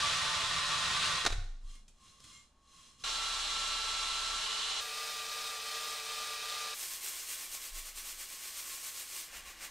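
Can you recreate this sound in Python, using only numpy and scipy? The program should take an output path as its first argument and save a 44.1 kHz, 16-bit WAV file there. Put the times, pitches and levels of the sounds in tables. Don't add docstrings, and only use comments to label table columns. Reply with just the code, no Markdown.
import sys
import numpy as np
from scipy import signal
from scipy.fft import rfft, irfft, next_fast_len
from scipy.io import wavfile

SR = 44100
rng = np.random.default_rng(int(sys.argv[2]) if len(sys.argv) > 2 else 0)


def waveform_to_disk(signal):
    frames = np.transpose(np.atleast_2d(signal))
    scaled = np.clip(frames, -1, 1) * 32767
    samples = np.round(scaled).astype(np.int16)
    wavfile.write(sys.argv[1], SR, samples)


N = 427769
TIME = np.arange(N) / SR
CLOSE_END, FRONT_START, SIDE_START, SIDE_END, SLOW_START = 1.272, 3.037, 4.806, 6.742, 9.28

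# f/Hz, bandwidth/Hz, relative gain/dB
WHEEL_MODES = [(1079, 21.5, 19), (1154, 7.5, 19.5), (2060, 13, -6), (2837, 29, 5.5), (3200, 21, 5),
               (3380, 76, 2), (3920, 32, 4), (4150, 77, 3.5), (5220, 220, -4), (6200, 44, 0),
               (7130, 27, -3), (9300, 140, -21)]
# f/Hz, relative level/dB
CLOSE_SPECTRUM = [(40, -6), (130, -4.5), (230, -11), (300, -19.5), (600, -9), (850, -11.5), (1200, -1.5),
                  (2300, -3), (3800, 1), (4600, -3.5), (7500, -9.5), (10300, -17.5), (11700, -33.5),
                  (14000, -33), (15700, -56.5)]


def from_db(db):
    return 10 ** (np.asarray(db) / 20)


def rms_one(x):
    return x / np.sqrt(np.mean(x ** 2) + 1e-20)


def tone(hz):
    return np.sqrt(2) * np.sin(2 * np.pi * hz * TIME)


def in_time(rows):
    return np.interp(TIME, *np.transpose(rows))


def between(start, end):
    return np.clip((TIME - start) / .002, 0, 1) * np.clip((end - TIME) / .004 + 1, 0, 1)


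def humps(rows):
    return sum(height * np.exp(-(2 * (TIME - s) / length) ** 2) for s, length, height in rows)


def drift(corner_hz):
    step = 40
    r = np.exp(-2 * np.pi * corner_hz * step / SR)
    slow = signal.lfilter([1], [1, -2 * r, r * r], rng.standard_normal(N // step + 2002))[2000:]
    return np.interp(np.arange(N) / step, np.arange(len(slow)), rms_one(slow))


def coloured(x, spectrum):
    size = next_fast_len(N)
    hz, db = np.transpose(spectrum)
    bins = np.maximum(np.arange(size // 2 + 1) * SR / size, 1)
    gain = from_db(np.interp(np.log(bins), np.log(hz), db))
    return rms_one(irfft(rfft(x, size) * gain, size)[:N])


def scratches(per_s, spread_db):
    sizes = from_db(spread_db * np.minimum(rng.exponential(1, N), 4)) * rng.choice([-1, 1], N)
    return rms_one(sizes * (rng.random(N) < per_s / SR))


def ringing(x, modes, ring_db):
    out = x.copy()
    for hz, width, db in modes:
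        r = np.exp(-np.pi * width / SR)
        numerator = np.array([1, 0, -1]) * (1 - r * r) / 2
        denominator = [1, -2 * r * np.cos(2 * np.pi * hz / SR), r * r]
        out += from_db(db + ring_db) * signal.lfilter(numerator, denominator, x)
    return rms_one(out)


def garage(x, echo_db, t60, side_db):
    t = np.arange(SR // 2) / SR
    echoes = rng.standard_normal((2, len(t))) * from_db(-60 * t / t60) * (t > .003)
    echoes /= np.sqrt(np.sum(echoes ** 2, axis=1, keepdims=True))
    common, side = signal.fftconvolve(x[None], echoes, axes=1)[:, :N]
    mid = (x + from_db(echo_db) * common) / np.sqrt(1 + from_db(2 * echo_db))
    return mid + from_db(side_db) * side * [[1], [-1]]


def air():
    # f/Hz, relative level/dB
    spectrum = [(20, 5.5), (35, -2.5), (100, -15), (220, -6.5), (320, -17), (800, -18), (2000, -27),
                (8000, -40), (15000, -53)]
    rumble = from_db(-69.5) * coloured(rng.standard_normal(N), spectrum)
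    hum = from_db(-75.5) * tone(hz=60.4)
    drone = from_db(-67) * tone(hz=27.1) * between(SLOW_START, N / SR)
    return garage(rumble, echo_db=-6, t60=.94, side_db=-30) + hum + drone


def bumps():
    # t/s, level/dB, duration/s
    pushes = [(1.249, -47, .006), (1.296, -36, 0.0063), (1.356, -33, 0.0064), (1.47, -47, 0.0099),
              (1.622, -44.5, 0.011), (7.48, -67, 0.0064), (7.7, -44.5, .016), (7.93, -58, 0.013),
              (8.1, -56.5, 0.014)]
    # f/Hz, relative level/dB, T60/s
    modes = [(25.9, 9.5, 0.65), (36, -12, .25), (61, -10, 0.28), (91.4, 1.5, 0.42), (122, -5, 0.21)]
    out = np.zeros(N)
    for s, db, length in pushes:
        t = TIME[:N - int(s * SR)]
        onset = 1 - np.exp(-(t / (2 * length)) ** 2)
        for hz, mode_db, t60 in modes:
            excitation = np.exp(-(hz * length) ** 2)
            decay = from_db(db + mode_db - 60 * t / t60)
            out[N - len(t):] += excitation * onset * decay * np.sin(2 * np.pi * hz * t)
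    return out


def impacts(events, spectrum):
    envelope = np.zeros(N)
    for s, db, t60 in events:
        attack = np.clip((TIME - s) / .00064, 0, 1)
        envelope += attack * from_db(db - 60 * np.clip((TIME - s) / t60, 0, 2))
    return envelope * coloured(rng.standard_normal(N), spectrum)


def stroke_gain(strokes, rest_db):
    power = sum(humps([(s, length, from_db(db))]) ** 2 for s, length, db in strokes)
    return np.sqrt(from_db(rest_db) ** 2 + power)


def glove():
    # f/Hz, relative level/dB
    spectrum = [(200, 6), (650, -14.5), (830, -34), (1100, -7.5), (1700, -4), (3300, -0.5), (4600, -2),
                (7300, 1.5), (8300, -2), (10300, -5), (11500, -16), (14000, -23), (15500, -41)]
    # peak t/s, duration/s, level/dB
    wipes = [(1.719, 0.15, -59.5), (2.078, 0.18, -60), (2.31, 0.23, -56), (2.818, 0.28, -58.5),
             (3.017, 0.057, -56)]
    # peak t/s, duration/s, f/Hz, level/dB
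    squeaks = [(1.772, .08, 2136, -73), (2.04, 0.07, 1070, -65.5), (2.375, 0.11, 2136, -64.5),
               (2.38, 0.1, 7300, -66), (2.717, 0.34, 1100, -71.5)]
    # t/s, level/dB, T60/s
    ticks = [(1.752, -57, 0.067), (1.88, -55, 0.079), (2.203, -48, 0.015), (2.24, -51, 0.098)]
    friction = coloured(scratches(per_s=9000, spread_db=2.6), spectrum)
    rub = ringing(friction, WHEEL_MODES, ring_db=7) * stroke_gain(wipes, rest_db=-79.5)
    contact = rub * between(CLOSE_END, FRONT_START) + impacts(ticks, spectrum)
    sing = sum(humps([(s, length, from_db(db))]) * tone(hz) for s, length, hz, db in squeaks)
    return garage(contact, echo_db=-4.5, t60=.33, side_db=-9) + sing


def sandpaper(spectrum, ring_db):
    # peak t/s, duration/s, level/dB
    strokes = [(6.73, 0.08, -46), (6.825, 0.16, -41), (6.934, 0.13, -42), (7.063, 0.12, -41),
               (7.175, 0.25, -43.4), (7.318, 0.101, -41), (7.418, 0.17, -43.5), (7.545, 0.096, -42),
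               (7.651, 0.13, -44), (7.78, 0.1, -43.5), (7.875, 0.093, -45.4), (7.989, 0.08, -43.5),
               (8.092, 0.15, -44), (8.219, 0.092, -43.7), (8.323, 0.15, -46), (8.461, 0.17, -44.1),
               (8.586, 0.108, -43), (8.716, 0.24, -43.5), (8.869, 0.13, -43.1), (8.992, 0.16, -43.5),
               (9.168, 0.21, -43), (9.365, 0.098, -46), (9.491, 0.094, -49), (9.641, 0.088, -44)]
    grit = scratches(per_s=12000, spread_db=2.3) * from_db(.23 * drift(90))
    rub = ringing(coloured(grit, spectrum), WHEEL_MODES, ring_db)
    body = signal.sosfiltfilt(signal.butter(1, 6000, fs=SR, output="sos"), rub)
    effort = stroke_gain(strokes, rest_db=-53.5)
    hiss = (rub - body) * (effort / from_db(-46)) ** .49
    return garage((body + hiss) * effort, echo_db=-9, t60=.077, side_db=-68)


def sanding():
    # f/Hz, relative level/dB
    quick_spectrum = [(100, -40), (180, -43), (280, -12.5), (550, -10.5), (900, -10.5), (1300, -8),
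                      (2150, -2), (3800, -3.5), (6500, -1), (9000, 0), (10500, -6.5), (13300, -4),
                      (15600, -11.5)]
    slow_spectrum = [(30, -7), (50, -1), (110, -23), (300, -11), (600, -9.5), (950, -8.5), (1150, -9.5),
                     (1500, -4), (2350, -0.5), (3300, -7), (6000, -6), (9000, -6), (10500, -14),
                     (13500, -11), (15600, -18)]
    quick = sandpaper(quick_spectrum, ring_db=-9.5) * between(SIDE_END, SLOW_START)
    slow = sandpaper(slow_spectrum, ring_db=-9) * between(SLOW_START, N / SR)
    return quick + slow


def brake():
    # t/s, level/dB, T60/s
    clacks = [(1.251, -24, 0.023), (1.2625, -20.5, 0.032), (1.265, -26.5, 0.015), (1.2685, -28.5, 0.038),
              (1.277, -30, 0.011), (1.302, -35.5, 0.037), (1.323, -35.5, 0.075)]
    # f/Hz, relative level/dB
    spectrum = [(88, -60.5), (150, -15), (314, -3.5), (781, -5.5), (1450, -2.5), (2140, -4.5), (3160, -7.5),
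                (3760, -2.5), (5230, -8.5), (7710, -11.5), (15500, -44)]
    start_db, fall_db_per_s = -45.5, 111
    decay = from_db(start_db - fall_db_per_s * np.clip(TIME - CLOSE_END, 0, 1))
    whirr = ringing(coloured(rng.standard_normal(N), CLOSE_SPECTRUM), WHEEL_MODES, ring_db=-23.5)
    run_out = whirr * decay * between(CLOSE_END, FRONT_START)
    return garage(impacts(clacks, spectrum) + run_out, echo_db=-11, t60=.6, side_db=-16)


def shaft(speed_hz):
    return np.cumsum(speed_hz * (1 + .001 * drift(8))) / SR


def whine(turns, orders, flutter):
    out = np.zeros(N)
    for order, db in orders:
        amplitude = from_db(db) * (1 + flutter * drift(31))
        out += amplitude * np.sin(2 * np.pi * order * turns + flutter * drift(12.3))
    return out * np.sqrt(2 / (1 + flutter ** 2))


def mesh(turns, level_db, order, flutter):
    return whine(turns, [(order, 0)], flutter) * from_db(level_db)


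def wires(turns, spectrum, throb, grain_db):
    gear_ratio = .217
    bite = (1 + throb * np.sin(2 * np.pi * turns * gear_ratio)) * from_db(.39 * drift(60))
    return coloured(scratches(per_s=14000, spread_db=grain_db) * bite, spectrum)


def close_pass():
    # t/s, f/Hz
    speed = [(0.0, 149.3), (0.55, 148.2), (1.0, 149.5), (1.25, 149.0)]
    # shaft order, level/dB
    orders = [(3, -66.5), (4, -63.5), (5, -60.5), (6, -54), (7, -49), (7.25, -53.5), (8, -51), (9, -50.5),
              (10, -55), (12.5, -48), (15.8, -59), (17.05, -52), (18.9, -54), (26.5, -54.5)]
    # t/s, level/dB
    pressing = [(0.0, -32.5), (0.5, -35), (1.08, -33), (1.24, -37.5)]
    # peak t/s, duration/s, strength 0-1
    snags = [(0.04, 0.058, 1.0), (0.75, 0.059, 0.94), (0.98, 0.042, .9), (1.08, 0.081, .9)]
    snag = humps(snags)
    turns = shaft(in_time(speed))
    tips = wires(turns, CLOSE_SPECTRUM, throb=.056, grain_db=3.5)
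    scrape = ringing(tips, WHEEL_MODES, ring_db=-14.5) * from_db(in_time(pressing) - .2 * snag)
    gears = mesh(turns, level_db=-54 + 16 * snag, order=7.8, flutter=.43)
    gears += whine(turns, orders, flutter=.57)
    return garage(scrape, echo_db=-6, t60=.21, side_db=-7.5) + gears


def front_pass():
    # f/Hz, relative level/dB
    spectrum = [(40, -30), (200, -17), (330, -19.5), (600, -11.5), (1150, -3), (1900, -4.5), (2800, -3),
                (3500, 2.5), (4200, 0.5), (5000, -3.5), (7500, -6.5), (10400, -16.5), (11700, -27),
                (14000, -32), (15500, -51)]
    # shaft order, level/dB
    upright_orders = [(.217, -55), (.434, -67), (2.93, -67), (5.94, -60), (7.7, -56), (9.17, -56),
                      (10.8, -60), (16.2, -58), (18, -55), (18.92, -50.5), (19.8, -55), (24.3, -59),
                      (27, -47), (27.5, -55), (28.7, -55), (37.8, -61), (53.04, -64)]
    tilted_orders = [(.217, -63), (2.92, -62), (5.82, -63), (8.2, -62), (16.2, -60), (18, -55),
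                     (18.92, -50.5), (19.82, -48.5), (24.35, -54), (27.03, -48)]
    # peak t/s, duration/s, strength 0-1
    easings = [(3.06, 0.19, 0.95), (3.32, 0.085, 0.31), (3.455, .11, 0.94), (4.46, 0.1122, 0.79),
               (4.72, .38, 0.94)]
    ease = humps(easings)
    turns = shaft(speed_hz=148.6 + 1.9 * ease)
    tilt = np.clip((TIME - 4.41) / .056 + .5, 0, 1)
    tips = wires(turns, spectrum, throb=.033, grain_db=1.5)
    scrape = ringing(tips, WHEEL_MODES, ring_db=-12.5) * from_db(-37.5)
    gears = (1 - tilt) * whine(turns, upright_orders, flutter=.25)
    gears += tilt * whine(turns, tilted_orders, flutter=.2)
    gears += mesh(turns, level_db=-45.5 - 8.5 * ease, order=9, flutter=.11)
    return garage(scrape, echo_db=-5.5, t60=.1, side_db=-7.5) + gears


def side_pass():
    # f/Hz, relative level/dB
    spectrum = [(60, -26), (190, -21), (370, -15.5), (480, -7), (950, -8), (1500, -2.5), (2900, -3),
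                (3700, 2.5), (5100, -1), (7500, -5.5), (9400, -7.5), (10200, -15), (13700, -15),
                (15700, -18)]
    # f/Hz, bandwidth/Hz, relative gain/dB
    brush_modes = [(3660, 78, -7), (5000, 44, -21), (8530, 100, 1), (9420, 160, 0), (11400, 140, 5),
                   (13620, 70, 0)]
    # shaft order, level/dB
    orders = [(3, -61), (4, -65), (5, -63), (6, -67), (9, -65), (12.75, -62), (16, -58), (16.83, -57),
              (17.55, -57), (20.8, -61), (28.1, -63), (33.7, -58), (63.3, -66), (91.3, -68)]
    # peak t/s, duration/s, strength 0-1
    turnabouts = [(4.88, 0.1198, 0.9), (5.24, 0.23, 0.58), (5.6, 0.18, 0.94), (6.03, 0.129, 1.0),
                  (6.39, 0.128, 0.82), (6.75, .17, .6)]
    drag = humps(turnabouts)
    turns = shaft(speed_hz=150.15 - 2.2 * drag)
    tips = wires(turns, spectrum, throb=.084, grain_db=2.5)
    scrape = ringing(tips, brush_modes, ring_db=-4) * from_db(-40.5 - 2.3 * drag)
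    gears = mesh(turns, level_db=-47 - 4.5 * drag, order=8, flutter=.22)
    gears += whine(turns, orders, flutter=.25)
    return garage(scrape, echo_db=-2, t60=.18, side_db=-69) + gears


def scene():
    near = close_pass() * between(0, CLOSE_END) + brake() + glove()
    near += front_pass() * between(FRONT_START, SIDE_START)
    side = side_pass() * between(SIDE_START, SIDE_END)
    balance = from_db([[-.35], [.35]])
    return near * balance + side + sanding() + bumps() + air()


def record(dry):
    cutoff_hz = 15650
    return signal.sosfilt(signal.ellip(12, .1, 80, cutoff_hz, fs=SR, output="sos"), dry)


dry = scene()
out = record(dry)
waveform_to_disk(out)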